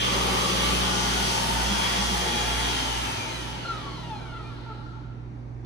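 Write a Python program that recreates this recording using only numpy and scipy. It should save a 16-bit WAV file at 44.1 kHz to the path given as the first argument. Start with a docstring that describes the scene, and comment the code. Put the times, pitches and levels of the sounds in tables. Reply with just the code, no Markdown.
"""A roaring air jet and a motor whine come first: a wall hand dryer in a block-walled restroom.
The jet is shaped noise with swelling resonances; the whine is the harmonics of blades chopping the air.
Power drops and the rotor coasts nearly to rest, its whine sweeping down through the casing resonances.
Mains buzz dies away with the motor; the building's ventilation stays as rumble, fan tones and hum.
All is heard from a phone that backs away from the dryer."""
import sys
import numpy as np
from scipy import signal
from scipy.fft import rfft, irfft
from scipy.io import wavfile
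from scipy.ndimage import uniform_filter1d

SR = 44100
rng = np.random.default_rng(int(sys.argv[2]) if len(sys.argv) > 2 else 0)


def wav_out(sig):
    """Save sig, one row per channel (or a flat mono array), as 16-bit PCM at SR to the path in sys.argv[1]."""
    wavfile.write(sys.argv[1], SR, np.round(np.clip(np.atleast_2d(sig).T, -1, 1) * 32767).astype(np.int16))


N = 249165
TIME = np.arange(N) / SR
HZ = np.maximum(np.fft.rfftfreq(N, 1 / SR), 1)

# Resonances of jet, casing, wall and room, before the room echoes:
# (centre [Hz], width of each of two passes [Hz], level at full speed [dB],
#  swells: [(time [s], half-length to 1/e [s], level [dB])])
JET_RESONANCES = [(196.3, 25.6, -79, [(.1, 0.62, -41.5), (1.15, 0.86, -42), (1.74, 0.038, -30),
                  (2.03, 0.1, -35.5)]), (287, 113, -57.5, [(3.2, .7, -48.5)]),
                  (424, 280, -57, [(.35, 0.42, -35), (1.35, 0.16, -43.5), (2.3, 0.13, -43)]),
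                  (861.4, 180, -38, [(.23, 0.18, -47), (1.65, 0.82, -42), (2.9, 0.3, -47)]),
                  (917, 150, -63, [(1.5, 0.016, -35), (1.78, 0.11, -31.5)]),
                  (1165, 135, -56, [(.4, 0.56, -33.5), (1.38, 0.1, -42)]),
                  (1387, 78, -69, [(4.8, 0.35, -49.5)]), (1429, 76, -62.5, [(1.05, 0.28, -41),
                  (1.65, 0.11, -41)]), (2401, 150, -51, [(2.45, .15, -48), (3.22, 0.15, -46)]),
                  (4000, 1300, -67, [(3.8, .3, -53), (4.6, 0.37, -58)]),
                  (3048, 180, -42.5, [(.65, 0.25, -44), (1.1, 0.12, -45), (1.8, .15, -47),
                  (2.9, 0.065, -52)]), (3160, 690, -36.5, [(0.0, 0.043, -27), (.6, 0.88, -42),
                  (1.74, 0.14, -49), (2.8, 0.16, -44)])]
# Jet spectrum: (frequency [Hz], relative level per Hz [dB])
JET_COLOUR = [(40, -17), (70, -19), (90, -20), (140, -11.5), (200, -9), (400, -11), (600, -12.5), (870, -9),
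              (1300, -11.5), (2600, -13.5), (3300, -16.5), (4500, -15.5), (6600, -18.5), (7200, -27.5),
              (10500, -25.5), (12300, -39), (14500, -35.5)]
# Casing resonances: (centre [Hz], width of each of two passes [Hz], relative level [dB])
CASING_MODES = [(438, 40, -10), (878, 60, 0), (1120, 40, -7), (1190, 45, -12), (1295, 45, -3),
                (1365, 65, 1), (1900, 120, -20), (2200, 60, -19), (2380, 130, -16), (2880, 120, -13),
                (3280, 300, -20), (3550, 160, -13), (4200, 500, -8)]
# Harmonics of the blade rate, from the first up: (level under the whine [dB])
WHINE_HARMONICS_DB = [0, -4, -5, -7, -12, -14, -15, -16, -17, -18]
# Weaker tones heard while the motor is driven: (multiple of the shaft rate, level under the whine [dB])
SHAFT_TONES = [(3, -28), (4, -17), (6, -15)]
# Whine before the casing colours it: (time [s], level [dB])
WHINE_LEVEL = [(0, -34), (.2, -35), (.32, -44), (.5, -34), (.66, -34), (.73, -42), (.85, -35), (1.0, -42),
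               (1.15, -35), (1.28, -36), (1.45, -47), (1.6, -37), (1.75, -30.5), (2.1, -30.5), (2.18, -39),
               (2.32, -32), (2.75, -31.5), (2.9, -36), (3.02, -43), (3.2, -38), (3.32, -42), (3.5, -43),
               (3.6, -49), (3.66, -45), (4.12, -44.5), (4.4, -48), (4.7, -52), (4.85, -58), (5.0, -60),
               (5.15, -66), (5.3, -80)]
# Mains buzz of the running motor, before it fades: (multiple of the mains, left [dB], right [dB])
BUZZ_TONES = [(1, -38, -31), (3, -34.5, -42.5), (4, -42.5, -41.5), (5, -54, -44.5), (6, -41.5, -56),
              (7, -41.5, -70), (8, -58, -51), (9, -39.5, -75)]
# Fan tones of the ventilation: (frequency [Hz], left [dB], right [dB])
VENT_TONES = [(47.5, -65, -56), (52, -54, -61), (57.87, -47.5, -42), (64.3, -73, -78), (102, -60, -52),
              (113.3, -65, -58), (242.4, -64.5, -50)]
# Hum at twice the mains, midway between left and right: (time [s], level [dB])
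HUM_LEVEL = [(0, -38.5), (1.3, -40), (2.1, -42), (2.8, -43), (3.5, -42.5), (5.65, -39)]
# Duct rumble spectrum: (frequency [Hz], relative level per Hz [dB])
VENT_COLOUR = [(40, -19), (70, -20), (85, -9), (130, -27.5), (200, -20), (300, -19.5), (390, -15),
               (440, -25), (700, -19), (900, -18), (1100, -29), (2200, -34.5), (4000, -62), (6500, -52),
               (8000, -59), (10500, -64), (14500, -82)]
# Low room resonances added to the rumble: (centre [Hz], width [Hz], level over the rumble [dB])
VENT_MODES = [(158.9, 2.4, 28.5), (299.7, 19, 14), (347, 39, 1.5)]
# Likeness of left and right noise, before limiting: (frequency [Hz], correlation [-1 to 1])
LIKENESS = [(60, 0.97), (130, 1), (290, 0.65), (630, 0.2), (1390, -0.2), (3040, -0.17), (6660, 0.4),
            (14600, 0.37)]
# Stereo balance of the dryer: (frequency [Hz], left minus right [dB])
LEAN = [(60, -10), (110, -9), (200, -3), (370, -0.5), (690, 4), (1270, 2), (2340, -2), (4300, 2), (7920, 1),
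        (14600, -1.5)]

# rotor speed is counted as the blade-passing rate; the drive loses a share at switch-off, then ramps to nothing
FULL_HZ, FLOOR_HZ, BLADES = 3324, 20, 7
OFF_S, OFF_STEP, RAMP_S = 2.66, .15, .7
FRICTION_HZ_PER_S, DRAG_HZ_PER_S = 515, 5600  # braking by brushes, and by air at full speed
SPEED_STEP_S = .01

JET_DB, BACKING_DB_PER_S = -29.5, -.5  # at full speed; loss as the phone backs away
JET_LAW, JET_END_DB = 1.504, -64.5  # dB of roar per dB of speed; what lingers at the end
DRIVE_DB = 2.5  # roar added while the motor is driven
# treble slope: dB per octave at full speed, change per dB of speed, lowest dB per octave
SLOPE_DB, SLOPE_LAW, SLOPE_END_DB = 1.07, 0.28, -6
DULLING_DB_PER_S = -0.2254  # slope lost per second as the phone backs away
RUB_DB, RUB_KNEE_HZ, RUB_LAW = -46.5, 273, 4  # brush rub holds until the rotor nears the knee
WHINE_FLICKER_DB, OVERTONE_FLICKER_DB = 1.5, 3
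SHAKE_DIVISOR = 26  # whine pitch over the pitch of the low falling tone
MAINS_HZ = 60.05
BUZZ_OFF_S, BUZZ_FADE_DB_PER_S = 2.75, -21
OVERTONE_FADE_DB_PER_S, OVERTONE_BACKING_DB_PER_S = -58, -3
VENT_DB, HUM_LEAN_DB = -46.5, -5.5  # rumble level; hum left minus right

PLACES, ROOM_T60_S = 11, .5  # phone places along its path; time for echoes to fall 60 dB
AIR_ROOM_DB, MOTOR_ROOM_DB = 3, -9  # echoes over direct sound
# the jet leaves below the phone, nearer one port; the casing faces both
AIR_LAG_S, MOTOR_LAG_S = .0005, .00005
TOP_HZ = 15190


def undb(db):
    """Gain of a level."""
    return 10 ** (np.asarray(db) / 20)


def curve(table):
    """A (time, level) table drawn as straight lines over time."""
    s, level = np.transpose(table)
    return np.interp(TIME, s, level)


def colour(table):
    """A (frequency, value) table on the log-frequency axis."""
    hz, value = np.transpose(table)
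    return np.interp(np.log(HZ), np.log(hz), value)


def mode(hz, width):
    """Response of one resonance, gain 1 at its centre."""
    return 1j * HZ * width / (hz ** 2 - HZ ** 2 + 1j * HZ * width)


def walk(rate):
    """Random levels held 1 / rate s and slewed twice; spread near 1."""
    hold = int(SR / rate)
    steps = np.repeat(rng.standard_normal(N // hold + 1), hold)
    return 1.3 * uniform_filter1d(uniform_filter1d(steps, hold), hold)[:N]


def noise_spectrum():
    """Spectrum of white noise."""
    return rfft(rng.standard_normal(N))


def stereo_noise(gain):
    """Spectra of two noises, alike in the bass and much less so higher up."""
    like = np.clip(colour(LIKENESS), -.95, .95)
    mid = noise_spectrum() * np.sqrt((1 + like) / 2)
    side = noise_spectrum() * np.sqrt((1 - like) / 2)
    return gain * np.array([mid + side, mid - side])


def drive(s):
    """Share of full power: one until switch-off, then a step down and a ramp to nothing."""
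    ramp = np.clip(1 - (s - OFF_S) / RAMP_S, 0, 1)
    return np.where(s < OFF_S, 1, (1 - OFF_STEP) * ramp)


def speed():
    """Blade rate of the rotor: drive against brush friction and air drag, which grows as speed squared."""
    steps = np.arange(0, TIME[-1] + 2 * SPEED_STEP_S, SPEED_STEP_S)
    rate_hz = [FULL_HZ]
    for s in steps[:-1]:
        push = (FRICTION_HZ_PER_S + DRAG_HZ_PER_S) * drive(s)
        brake = FRICTION_HZ_PER_S + DRAG_HZ_PER_S * (rate_hz[-1] / FULL_HZ) ** 2
        rate_hz.append(max(rate_hz[-1] + SPEED_STEP_S * (push - brake), FLOOR_HZ))
    return np.interp(TIME, steps, rate_hz)


def jet():
    """Turbulent air: the treble dies first as the flow slows; bands flutter a little on their own."""
    flow_db = 20 * np.log10(speed() / FULL_HZ)
    backing_s = np.minimum(TIME, OFF_S)
    level_db = JET_DB + BACKING_DB_PER_S * backing_s + JET_LAW * flow_db + DRIVE_DB * (drive(TIME) - 1)
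    level_db = np.maximum(level_db, JET_END_DB)
    slope_db = np.maximum(SLOPE_DB + DULLING_DB_PER_S * backing_s + SLOPE_LAW * flow_db, SLOPE_END_DB)

    gain = undb(colour(JET_COLOUR))
    presence = (HZ > 1500) & (HZ < 6000)  # the band that sets the level
    gain = gain / np.sqrt(np.sum(gain[presence] ** 2) / len(HZ))
    air = gain * noise_spectrum()

    # octave bands overlap and tilt about 3 kHz
    octave = np.clip(np.log2(HZ / 3000), -6, 2)
    roar = 0
    for centre in np.arange(-6, 3.):
        share = np.clip(1 - abs(octave - centre), 0, 1)
        roar = roar + irfft(air * share, N) * undb(slope_db * centre + 1.3 * walk(9))
    roar = roar * undb(level_db)

    for hz, width, steady_db, swells in JET_RESONANCES:
        ring = irfft(mode(hz, width) ** 2 * noise_spectrum(), N)
        size = undb(steady_db + JET_LAW * flow_db)
        for s, half_s, db in swells:
            size = size + undb(db) * np.exp(-((TIME - s) / half_s) ** 2)
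        roar = roar + ring / np.std(ring) * size
    return roar


def blade_whine(rate_hz):
    """Blades chop the air into harmonics of their passing rate, with weaker tones of the shaft."""
    # speed trembles slightly, more as the rotor slows, which widens the lines
    tremble = .0035 + .006 * (1 - drive(TIME)) + .017 * (1 - rate_hz / rate_hz[0])
    turns = np.cumsum(rate_hz * (1 + tremble * walk(130))) / SR
    parts = list(enumerate(WHINE_HARMONICS_DB, 1)) + [(m / BLADES, db) for m, db in SHAFT_TONES]
    whine = 0
    for k, db in parts:
        # at full speed the overtones lie far up, where the casing radiates little
        fade = (k * rate_hz < .45 * SR) / (1 + (k * rate_hz / 5000) ** 4)
        if k < 1:  # shaft tones need the drive
            fade = fade * drive(TIME)
        flicker_db = OVERTONE_FLICKER_DB if k > 1 else WHINE_FLICKER_DB
        tone = np.sin(2 * np.pi * (k * turns + rng.random()))
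        whine = whine + fade * undb(db + flicker_db * walk(45)) * tone
    return whine * undb(curve(WHINE_LEVEL))


def motor():
    """The whine flares on each casing resonance it crosses; rubbing brushes keep the casing ringing."""
    rate_hz = speed()
    modes = np.sqrt(sum(abs(undb(db) * mode(hz, width) ** 2) ** 2 for hz, width, db in CASING_MODES))
    plain = undb(-3) * HZ ** 2 / (HZ ** 2 + 900 ** 2)  # radiation between the resonances
    whine = irfft(rfft(blade_whine(rate_hz)) * np.hypot(plain, undb(16) * modes), N)

    # the brushes rub unevenly and sound the lower resonances between the flares
    uneven = rng.standard_normal(N) * undb(1.5 * walk(30))
    rub = irfft(rfft(uneven) * modes / (1 + (HZ / 2300) ** 3), N)
    rub_db = RUB_DB + RUB_LAW * 20 * np.log10(rate_hz / np.hypot(rate_hz, RUB_KNEE_HZ))
    return whine + rub / np.std(rub) * undb(rub_db)


def shake():
    """A low tone falls with the rotor and swells as it passes a resonance of the mounting."""
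    turns = np.cumsum(speed()) / SR / SHAKE_DIVISOR
    shaken = irfft(rfft(np.sin(2 * np.pi * turns)) * mode(99.4, 9.0) ** 2, N)
    return shaken * undb([[-38], [-36]])


def tones(rows, waver_db):
    """Low tones of fixed pitch and gently wavering level, each balanced left and right."""
    out = []
    for hz, left_db, right_db in rows:
        gain = undb(np.array([[left_db], [right_db]]) + waver_db * walk(4.3))
        out.append(gain * np.sqrt(2) * np.sin(2 * np.pi * (hz * TIME + rng.random())))
    return out


def buzz():
    """Mains pull on the running motor; it dies away when power drops, the overtones fastest."""
    after_s = np.maximum(TIME - BUZZ_OFF_S, 0)
    rows = [(k * MAINS_HZ, left, right) for k, left, right in BUZZ_TONES]
    low, *overtones = tones(rows, waver_db=1.86)
    overtone_db = OVERTONE_BACKING_DB_PER_S * TIME + OVERTONE_FADE_DB_PER_S * after_s
    return low * undb(BUZZ_FADE_DB_PER_S * after_s) + sum(overtones) * undb(overtone_db)


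def ventilation():
    """Duct rumble in the room's low resonances, fan tones and a hum at twice the mains."""
    resonances = sum(undb(db) * mode(hz, width) for hz, width, db in VENT_MODES)
    rumble = irfft(stereo_noise(undb(colour(VENT_COLOUR)) * (1 + resonances)), N)
    rumble = rumble * undb(VENT_DB + 1.5 * walk(3)) / np.std(rumble)
    hum_gain = undb(curve(HUM_LEVEL) + HUM_LEAN_DB * np.array([[.5], [-.5]]))
    hum = hum_gain * np.sqrt(2) * np.sin(2 * np.pi * 2 * MAINS_HZ * TIME)
    return rumble + hum + sum(tones(VENT_TONES, waver_db=0.5))


def room(x, echo_db, lag_s):
    """Direct sound, later at one port, plus dense echoes that change as the phone moves from place to place."""
    spectrum = rfft(x) * undb(np.array([colour(LEAN), -colour(LEAN)]) / 2)
    lag = np.exp(-2j * np.pi * HZ * np.array([[0], [lag_s]]))
    direct = irfft(spectrum * lag, N)
    decay = np.exp(-np.log(1000) * TIME / ROOM_T60_S) * (TIME > .003)
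    decay = decay / np.sqrt(np.sum(decay ** 2))
    echoes = 0
    for place in np.linspace(0, 1, PLACES):
        tail = irfft(stereo_noise(1), N) * decay
        near = np.clip(1 - abs(TIME / TIME[-1] - place) * (PLACES - 1), 0, 1)
        echoes = echoes + np.sqrt(near) * irfft(spectrum * rfft(tail), N)
    return (direct + undb(echo_db) * echoes) / np.sqrt(1 + undb(2 * echo_db))


def scene():
    """All sources at the phone."""
    dryer = room(jet(), AIR_ROOM_DB, AIR_LAG_S) + room(motor(), MOTOR_ROOM_DB, MOTOR_LAG_S)
    return dryer + shake() + buzz() + ventilation()


def record(dry):
    """The phone cuts the lowest bass and the top."""
    no_bass = signal.sosfilt(signal.butter(2, 38, "high", fs=SR, output="sos"), dry)
    return signal.sosfilt(signal.ellip(16, .2, 70, TOP_HZ, fs=SR, output="sos"), no_bass)


dry = scene()
out = record(dry)
wav_out(out)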